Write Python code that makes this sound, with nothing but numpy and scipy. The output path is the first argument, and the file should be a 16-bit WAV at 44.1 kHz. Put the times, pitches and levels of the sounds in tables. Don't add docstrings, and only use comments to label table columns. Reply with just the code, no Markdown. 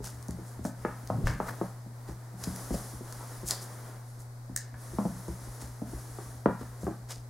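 import sys
import numpy as np
from scipy import signal
from scipy.fft import rfft, irfft, next_fast_len
from scipy.io import wavfile
from scipy.ndimage import map_coordinates

SR = 44100
rng = np.random.default_rng(int(sys.argv[2]) if len(sys.argv) > 2 else 0)


def waveform_to_disk(signal):
    frames = np.transpose(np.atleast_2d(signal))
    scaled = np.clip(frames, -1, 1) * 32767
    samples = np.round(scaled).astype(np.int16)
    wavfile.write(sys.argv[1], SR, samples)


N = 321739
HIT_N = SR // 2
TIME_S, AGE_S = np.arange(N) / SR, np.arange(HIT_N) / SR

ROOM_DECAY = [(150, 0.4), (400, 0.13), (1000, 0.37), (2800, 0.56), (7000, 0.23), (14000, 0.17)]
ROOM_COHERENCE = [(250, .99), (550, .96), (1200, .85), (5000, .8), (9000, .76), (13000, .3)]
PORT_PHASE = [(100, 0.03), (350, 0.27), (2000, 0.066), (4500, 0.18), (8000, 0.32), (10300, 0.32),
              (12200, 1.4), (15000, 1.2)]

MAINS_HUM = [(120.03, -44.4), (240.06, -67.6)]
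AIR_SPECTRUM = [(15, -9), (27, 16.5), (45, -5), (90, 4.5), (200, -6), (400, -12.5), (1000, -11.5),
                (3000, -28)]
FAN_SPECTRUM = [(250, 4), (700, 6.5), (1400, 0), (2000, -5), (2800, -19.5), (4500, -8), (6500, -9.5),
                (10000, -10), (13000, -12), (16000, -21)]
FAN_COHERENCE = [(250, .9), (700, .5), (1300, 0), (7000, .2), (10000, .3), (13000, 0)]

CLOTH_MOVES = [(0.065, 0.48, -62.5, -56), (0.715, 0.94, -61.5, -54.5), (1.363, 0.28, -59.5, -52),
               (1.893, 0.83, -69, -59), (2.35, 0.56, -49.5, -49), (3, 0.41, -54, -50.5),
               (3.46, 0.27, -54, -49.5), (3.72, 0.24, -61.5, -52), (4.023, 0.069, -58.5, -73),
               (4.742, 0.81, -54.5, -53), (5.56, 0.23, -59.5, -56.5), (5.83, 0.48, -54.5, -52.5),
               (6.446, 0.48, -62.5, -57.5)]
CLOTH_HISS_SPECTRUM = [(1500, -30), (2800, -12), (4000, -5), (5800, 2), (8200, 0), (10200, 4.5),
                       (12500, -2), (16000, -18)]
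CLOTH_RUB_SPECTRUM = [(100, -1), (280, 4), (500, 2.5), (900, 2.5), (1400, -1), (1950, -4.5), (2600, -17.5),
                      (4000, -16)]
LEAN_SPECTRUM = [(70, -37), (110, 11), (135, 8.5), (190, 1), (300, -8.5), (600, -20.5), (1500, -50)]
SHOVE_SPECTRUM = [(12, -20), (30, -3), (62, -7), (100, -11), (160, -44), (400, -77)]

PAW_SLIDES = [(0.061, 0.074, -43.5, -48.5, 0), (0.484, 0.08, -59.5, -65, 5), (0.66, 0.051, -46.5, -57, 2.5),
              (1.28, 0.068, -44, -44, -6), (1.481, 0.043, -51.5, -36, -1), (2.091, 0.054, -55, -52, -0.5),
              (2.439, 0.012, -37.5, -66, -2.5), (2.48, 0.019, -54, -49, 1), (2.743, 0.036, -43.5, -54, 0.5),
              (3.486, 0.062, -37.5, -65, 4.5), (3.512, 0.052, -46.5, -42, -6), (3.626, 0.032, -50, -62, 7),
              (4.206, 0.04, -59.5, -64, 7.5), (5.623, 0.067, -48.5, -52, -0.5),
              (6.615, 0.075, -58, -50, -3), (6.829, 0.089, -56.5, -60, 3.5), (7.111, 0.055, -42, -49.5, -3)]
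SCRAPE_SPECTRUM = [(1800, -10), (2700, -8.5), (3600, -6.5), (5000, 0), (7400, 0.5), (10000, -1.5),
                   (13000, -6), (16000, -12)]
PAD_SPECTRUM = [(150, -11), (400, -3.5), (900, -5), (1900, -7.5), (2600, -28.5), (4000, -25.5)]
CLAW_TAPS = [(0.043, -45, 6000), (0.227, -50.5, 6000), (0.2837, -47, 5800), (0.308, -46, 8700),
             (0.6527, -48.5, 7050), (1.074, -47.5, 6000), (1.271, -44, 4400), (2.443, -41, 4700),
             (2.561, -42, 9800), (3.125, -44, 7400), (3.509, -25, 7440), (4.5631, -26.5, 6700),
             (4.5748, -35.5, 9800), (5.281, -52, 7200), (5.62, -49, 7000)]
TICK_SPECTRUM = [(100, -7), (700, -22.5), (1800, -2.5), (2700, -18), (3800, -8.5), (5200, 1), (7400, -0.5),
                 (10200, -1), (14000, -10), (17000, -9)]
CLAW_MODES = [(1830, -10, .012), (5150, -9, .008), (6700, -6, .01), (9800, -6, .008)]

BOARD_MODES = [(189.8, -1, 0.26), (328.5, 0.7, 0.14), (413, -8.5, 0.095), (590, 1.5, 0.021),
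               (974, -15, 0.051), (1270, -13, 0.022), (1740, -7, 0.016)]
THUD_SPECTRUM = [(50, -40.5), (115, -14.5), (180, 5), (340, -3)]
CLACK_SPECTRUM = [(0.68, 3), (0.9, -4), (1.55, -26.5), (4.5, -48)]
HARD_KNOCKS = [(0.6503, 17.5, -5.5, 1980), (0.8496, 17.5, 4, 2030), (1.1011, 12.5, 9, 1280),
               (1.2709, -1, 5.5, 2380), (1.4017, 11.5, 9.5, 1460), (1.6132, 16.5, 4, 1337),
               (2.742, 14.5, -3, 1140), (3.207, -24, -5.5, 1420), (4.742, -14, -15.5, 2300),
               (4.9857, 18, 5.5, 1360), (5.0524, 19, -2, 1320), (6.186, 5.5, -7.5, 1540),
               (6.459, 27.5, 11.5, 1710), (6.8676, 14.5, -4.5, 1850), (6.8778, 15, 0, 1190)]
PAW_STEPS = [(0.0032, 9, -49), (0.2863, 12.5, -44.5), (0.3862, 6, -55), (0.591, 7, -46), (1.861, 1.5, -68),
             (2.0879, 8.5, -46.5), (2.3406, 2, -65), (2.471, 14, -45), (2.7064, 19, -38), (2.9336, 0, -54),
             (3.0079, 8.5, -65), (3.4316, 8, -49.5), (4.1754, -8.5, -60.5), (4.4946, 4, -59),
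             (4.9332, 5.5, -48), (5.2826, 13.5, -42), (5.4728, -1, -54), (5.6224, 0.5, -49.5),
             (5.8179, 15, -54.5), (5.9319, 8.5, -43), (6.6114, 9, -52.5), (6.8316, 13, -45)]
SHUFFLE_SPANS = [(0.0, 1.6), (2.3, 3.45), (4.5, 7.25)]


def amp(db):
    return 10 ** (np.asarray(db) / 20)


def rms(x):
    return np.sqrt(np.mean(x ** 2) + 1e-20)


def along(points, hz):
    freq_hz, values = np.transpose(points)
    return np.interp(np.log(hz + 1), np.log(freq_hz + 1), values)


def at_level(x, db, span_s):
    return amp(db) * x / rms(x[..., :int(span_s * SR)])


def add(track, start_s, sound):
    start = max(round(start_s * SR), 0)
    track[:, start:start + sound.shape[-1]] += sound[..., :N - start]


def wobble(rate_hz):
    return map_coordinates(rng.standard_normal(int(N * rate_hz / SR) + 4), [TIME_S * rate_hz])


def swell(start_s, hold_s, attack_s, release_s):
    t = np.maximum(TIME_S - start_s, 0)
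    return (1 - np.exp(-(t / attack_s) ** 2)) * np.exp(-np.maximum(t - hold_s, 0) / release_s)


def diffuse(spectrum, size=N, coherence=ROOM_COHERENCE):
    fft_n = next_fast_len(size)
    hz = np.fft.rfftfreq(fft_n, 1 / SR)
    width_rad = np.arccos(np.clip(along(coherence, hz), -1, 1)) / 2
    coloured = rfft(rng.standard_normal((2, fft_n))) * amp(along(spectrum, hz))
    mid, side = irfft(coloured * [np.cos(width_rad), np.sin(width_rad)], fft_n)[:, :size]
    pair = np.array([mid + side, mid - side])
    return pair / rms(pair)


def impulse(db_at):
    size = 8192
    magnitude = np.maximum(amp(db_at(np.fft.rfftfreq(size, 1 / SR))), 1e-5)
    cepstrum = irfft(np.log(magnitude))[:size // 2]
    cepstrum[1:] *= 2
    return np.pad(irfft(np.exp(rfft(cepstrum, size))), (0, HIT_N - size))


def ring(pulse, modes, detune):
    hz, db, t60_s = np.transpose(modes)[:, :, None]
    pitch_hz = hz * (1 + detune * rng.standard_normal(hz.shape))
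    fade = np.exp(-np.log(1000) * AGE_S / t60_s)
    waves = fade * np.cos(2 * np.pi * pitch_hz * AGE_S)
    body = np.sum(2 * amp(db) * waves / fade.sum(axis=1, keepdims=True), axis=0)
    return pulse + signal.fftconvolve(pulse, body)[:HIT_N]


def in_room(x, wet_db, build_s):
    hz, t, bins = signal.stft(diffuse([(1, 0)], HIT_N), SR, nperseg=256)
    decay = np.exp(-np.log(1000) * t / along(ROOM_DECAY, hz)[:, None])
    tail = signal.istft(bins * decay, SR, nperseg=256)[1][:, :HIT_N]
    tail *= 1 - np.exp(-(AGE_S / build_s) ** 2)
    wet = signal.fftconvolve(x[None], tail / np.linalg.norm(tail[0]), axes=1)[:, :HIT_N]
    return x + amp(wet_db) * wet


def appliance():
    hum = sum(amp(db) * np.sqrt(2) * np.sin(2 * np.pi * (hz * TIME_S + rng.random()))
              for hz, db in MAINS_HUM)
    air = amp(-60) * diffuse(AIR_SPECTRUM)
    fan = amp(-56) * diffuse(FAN_SPECTRUM, coherence=FAN_COHERENCE)
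    return hum + air + fan


def cloth():
    hiss, rub = np.zeros((2, N))
    for start_s, hold_s, hiss_db, rub_db in CLOTH_MOVES:
        move = swell(start_s, hold_s, attack_s=0.052, release_s=0.11)
        hiss = np.hypot(hiss, amp(hiss_db) * move)
        rub = np.hypot(rub, amp(rub_db) * move)
    folds = amp(0.8 * wobble(rate_hz=18))
    return folds * (hiss * diffuse(CLOTH_HISS_SPECTRUM) + rub * diffuse(CLOTH_RUB_SPECTRUM))


def body_bump():
    lean = amp(-32) * swell(start_s=1.09, hold_s=0.15, attack_s=0.025, release_s=0.14)
    shove = amp(-27) * swell(start_s=1.228, hold_s=0.02, attack_s=0.0064, release_s=0.065)
    return shove * diffuse(SHOVE_SPECTRUM) + lean * diffuse(LEAN_SPECTRUM)


def paw_slides(rise_share=0.33, catches_per_s=900, tilt_pivot_hz=5530):
    low, high, rub = np.zeros((3, N))
    for peak_s, length_s, hiss_db, rub_db, tilt_db in PAW_SLIDES:
        rise_s, fall_s = length_s * rise_share, length_s * (1 - rise_share)
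        t = TIME_S - peak_s
        stroke = np.exp(-np.where(t < 0, (t / rise_s) ** 2, t / fall_s))
        low += amp(hiss_db - tilt_db) * stroke
        high += amp(hiss_db + tilt_db) * stroke
        rub += amp(rub_db) * stroke
    catches = (rng.random(N) < catches_per_s / SR) * rng.standard_normal(N)
    slip = ring(impulse(lambda hz: along(SCRAPE_SPECTRUM, hz)), CLAW_MODES, detune=0.03)
    slips = signal.fftconvolve(catches, slip)[:N]
    rasp = amp(-3) * (slips / rms(slips) + diffuse(SCRAPE_SPECTRUM))
    dull = signal.sosfiltfilt(signal.butter(2, tilt_pivot_hz, fs=SR, output="sos"), rasp)
    pad = amp(3.5 * wobble(rate_hz=200)) * diffuse(PAD_SPECTRUM)
    return low * dull + high * (rasp - dull) + rub * pad


def claw_taps(chatter_s=0.0013, bright_db=4):
    out = np.zeros((2, N))
    for start_s, level_db, bright_hz in CLAW_TAPS:
        tick = impulse(lambda hz: along(TICK_SPECTRUM, hz)
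                       + bright_db * np.exp(-(np.log((hz + 1) / bright_hz) / 0.15) ** 2))
        chatter = rng.standard_normal(HIT_N) * np.exp(-AGE_S / chatter_s)
        force = signal.fftconvolve(tick, chatter)[:HIT_N]
        click = in_room(ring(force, CLAW_MODES, detune=0.03), wet_db=-6, build_s=0.003)
        add(out, start_s, at_level(click, level_db, span_s=0.0061))
    return out


def joist_boom(db, centre_hz=61, rise_s=0.012):
    pitch_hz = centre_hz * np.exp(rng.normal(0, 0.14))
    flex = (AGE_S / rise_s) ** 2 * np.exp(-AGE_S / rise_s)
    return at_level(flex * np.sin(2 * np.pi * pitch_hz * AGE_S), db, span_s=0.11)


def disperse(x, lag_at_1khz_s):
    hz = np.fft.rfftfreq(2 * HIT_N, 1 / SR)
    delay_s = lag_at_1khz_s * np.sqrt(1000 / np.clip(hz, 150, 2500))
    phase_rad = 2 * np.pi * np.cumsum(delay_s - delay_s.min()) * hz[1]
    return irfft(rfft(x, 2 * HIT_N) * np.exp(-1j * phase_rad))[:HIT_N]


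def toe_contacts(toe_db, spread_s=0.009, count=3):
    contacts = np.zeros(HIT_N)
    contacts[0] = 1
    late_s = spread_s * (np.arange(count) + rng.uniform(0.3, 1, count)) / count
    contacts[(late_s * SR).astype(int)] += min(amp(toe_db), 1) * np.exp(-late_s / spread_s)
    return contacts / np.linalg.norm(contacts)


def board_strike(thud_db, clack_db, edge_hz, wood_db, wood_hz=555):
    spectrum = [(hz, thud_db + db) for hz, db in THUD_SPECTRUM]
    spectrum += [(wood_hz, (thud_db + clack_db) / 2 + wood_db)]
    spectrum += [(ratio * edge_hz, clack_db + db) for ratio, db in CLACK_SPECTRUM]
    contacts = toe_contacts(toe_db=-2 - 0.35 * clack_db)
    force = signal.fftconvolve(impulse(lambda hz: along(spectrum, hz)), contacts)[:HIT_N]
    blow = disperse(ring(force, BOARD_MODES, detune=0.034), lag_at_1khz_s=0.001193)
    return in_room(blow, wet_db=-4.5, build_s=0.005)


def hard_knocks(boom_offset_db=-75.5):
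    out = np.zeros((2, N))
    for start_s, thud_db, clack_db, edge_hz in HARD_KNOCKS:
        knock = board_strike(thud_db, clack_db, edge_hz, wood_db=-1.5)
        add(out, start_s, knock + joist_boom(thud_db + boom_offset_db))
    return out


def paw_steps(softness_db=25, edge_hz=1340, shuffle_db=-8.5, shuffle_gap_s=0.16):
    out = np.zeros((2, N))
    for start_s, thud_db, boom_db in PAW_STEPS:
        step = board_strike(thud_db, thud_db - softness_db, edge_hz, wood_db=-7)
        add(out, start_s, step + joist_boom(boom_db))
    shuffle = board_strike(shuffle_db, shuffle_db - softness_db, edge_hz, wood_db=-18)
    for start_s, end_s in SHUFFLE_SPANS:
        for slot_s in np.arange(start_s, end_s - shuffle_gap_s, shuffle_gap_s):
            land_s = slot_s + shuffle_gap_s * rng.random()
            add(out, land_s, amp(rng.normal(0, 0.72)) * (shuffle + joist_boom(db=-54.5)))
    return out


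def scene():
    dog = paw_steps() + hard_knocks() + claw_taps() + paw_slides() + body_bump()
    return (dog + cloth() + appliance()) * amp([[0.5], [-0.55]])


def record(dry):
    ripple_step_hz, top_hz = 180, 15850
    fft_n = next_fast_len(N + HIT_N)
    hz = np.fft.rfftfreq(fft_n, 1 / SR)
    knots = rng.standard_normal(int(hz[-1] / ripple_step_hz) + 2)
    phase_rad = along(PORT_PHASE, hz) * map_coordinates(knots, [hz / ripple_step_hz])
    ports = np.exp(0.5j * np.outer([1, -1], phase_rad))
    return irfft(rfft(dry, fft_n) * ports * (hz < top_hz), fft_n)[:, :N]


dry = scene()
out = record(dry)
waveform_to_disk(out)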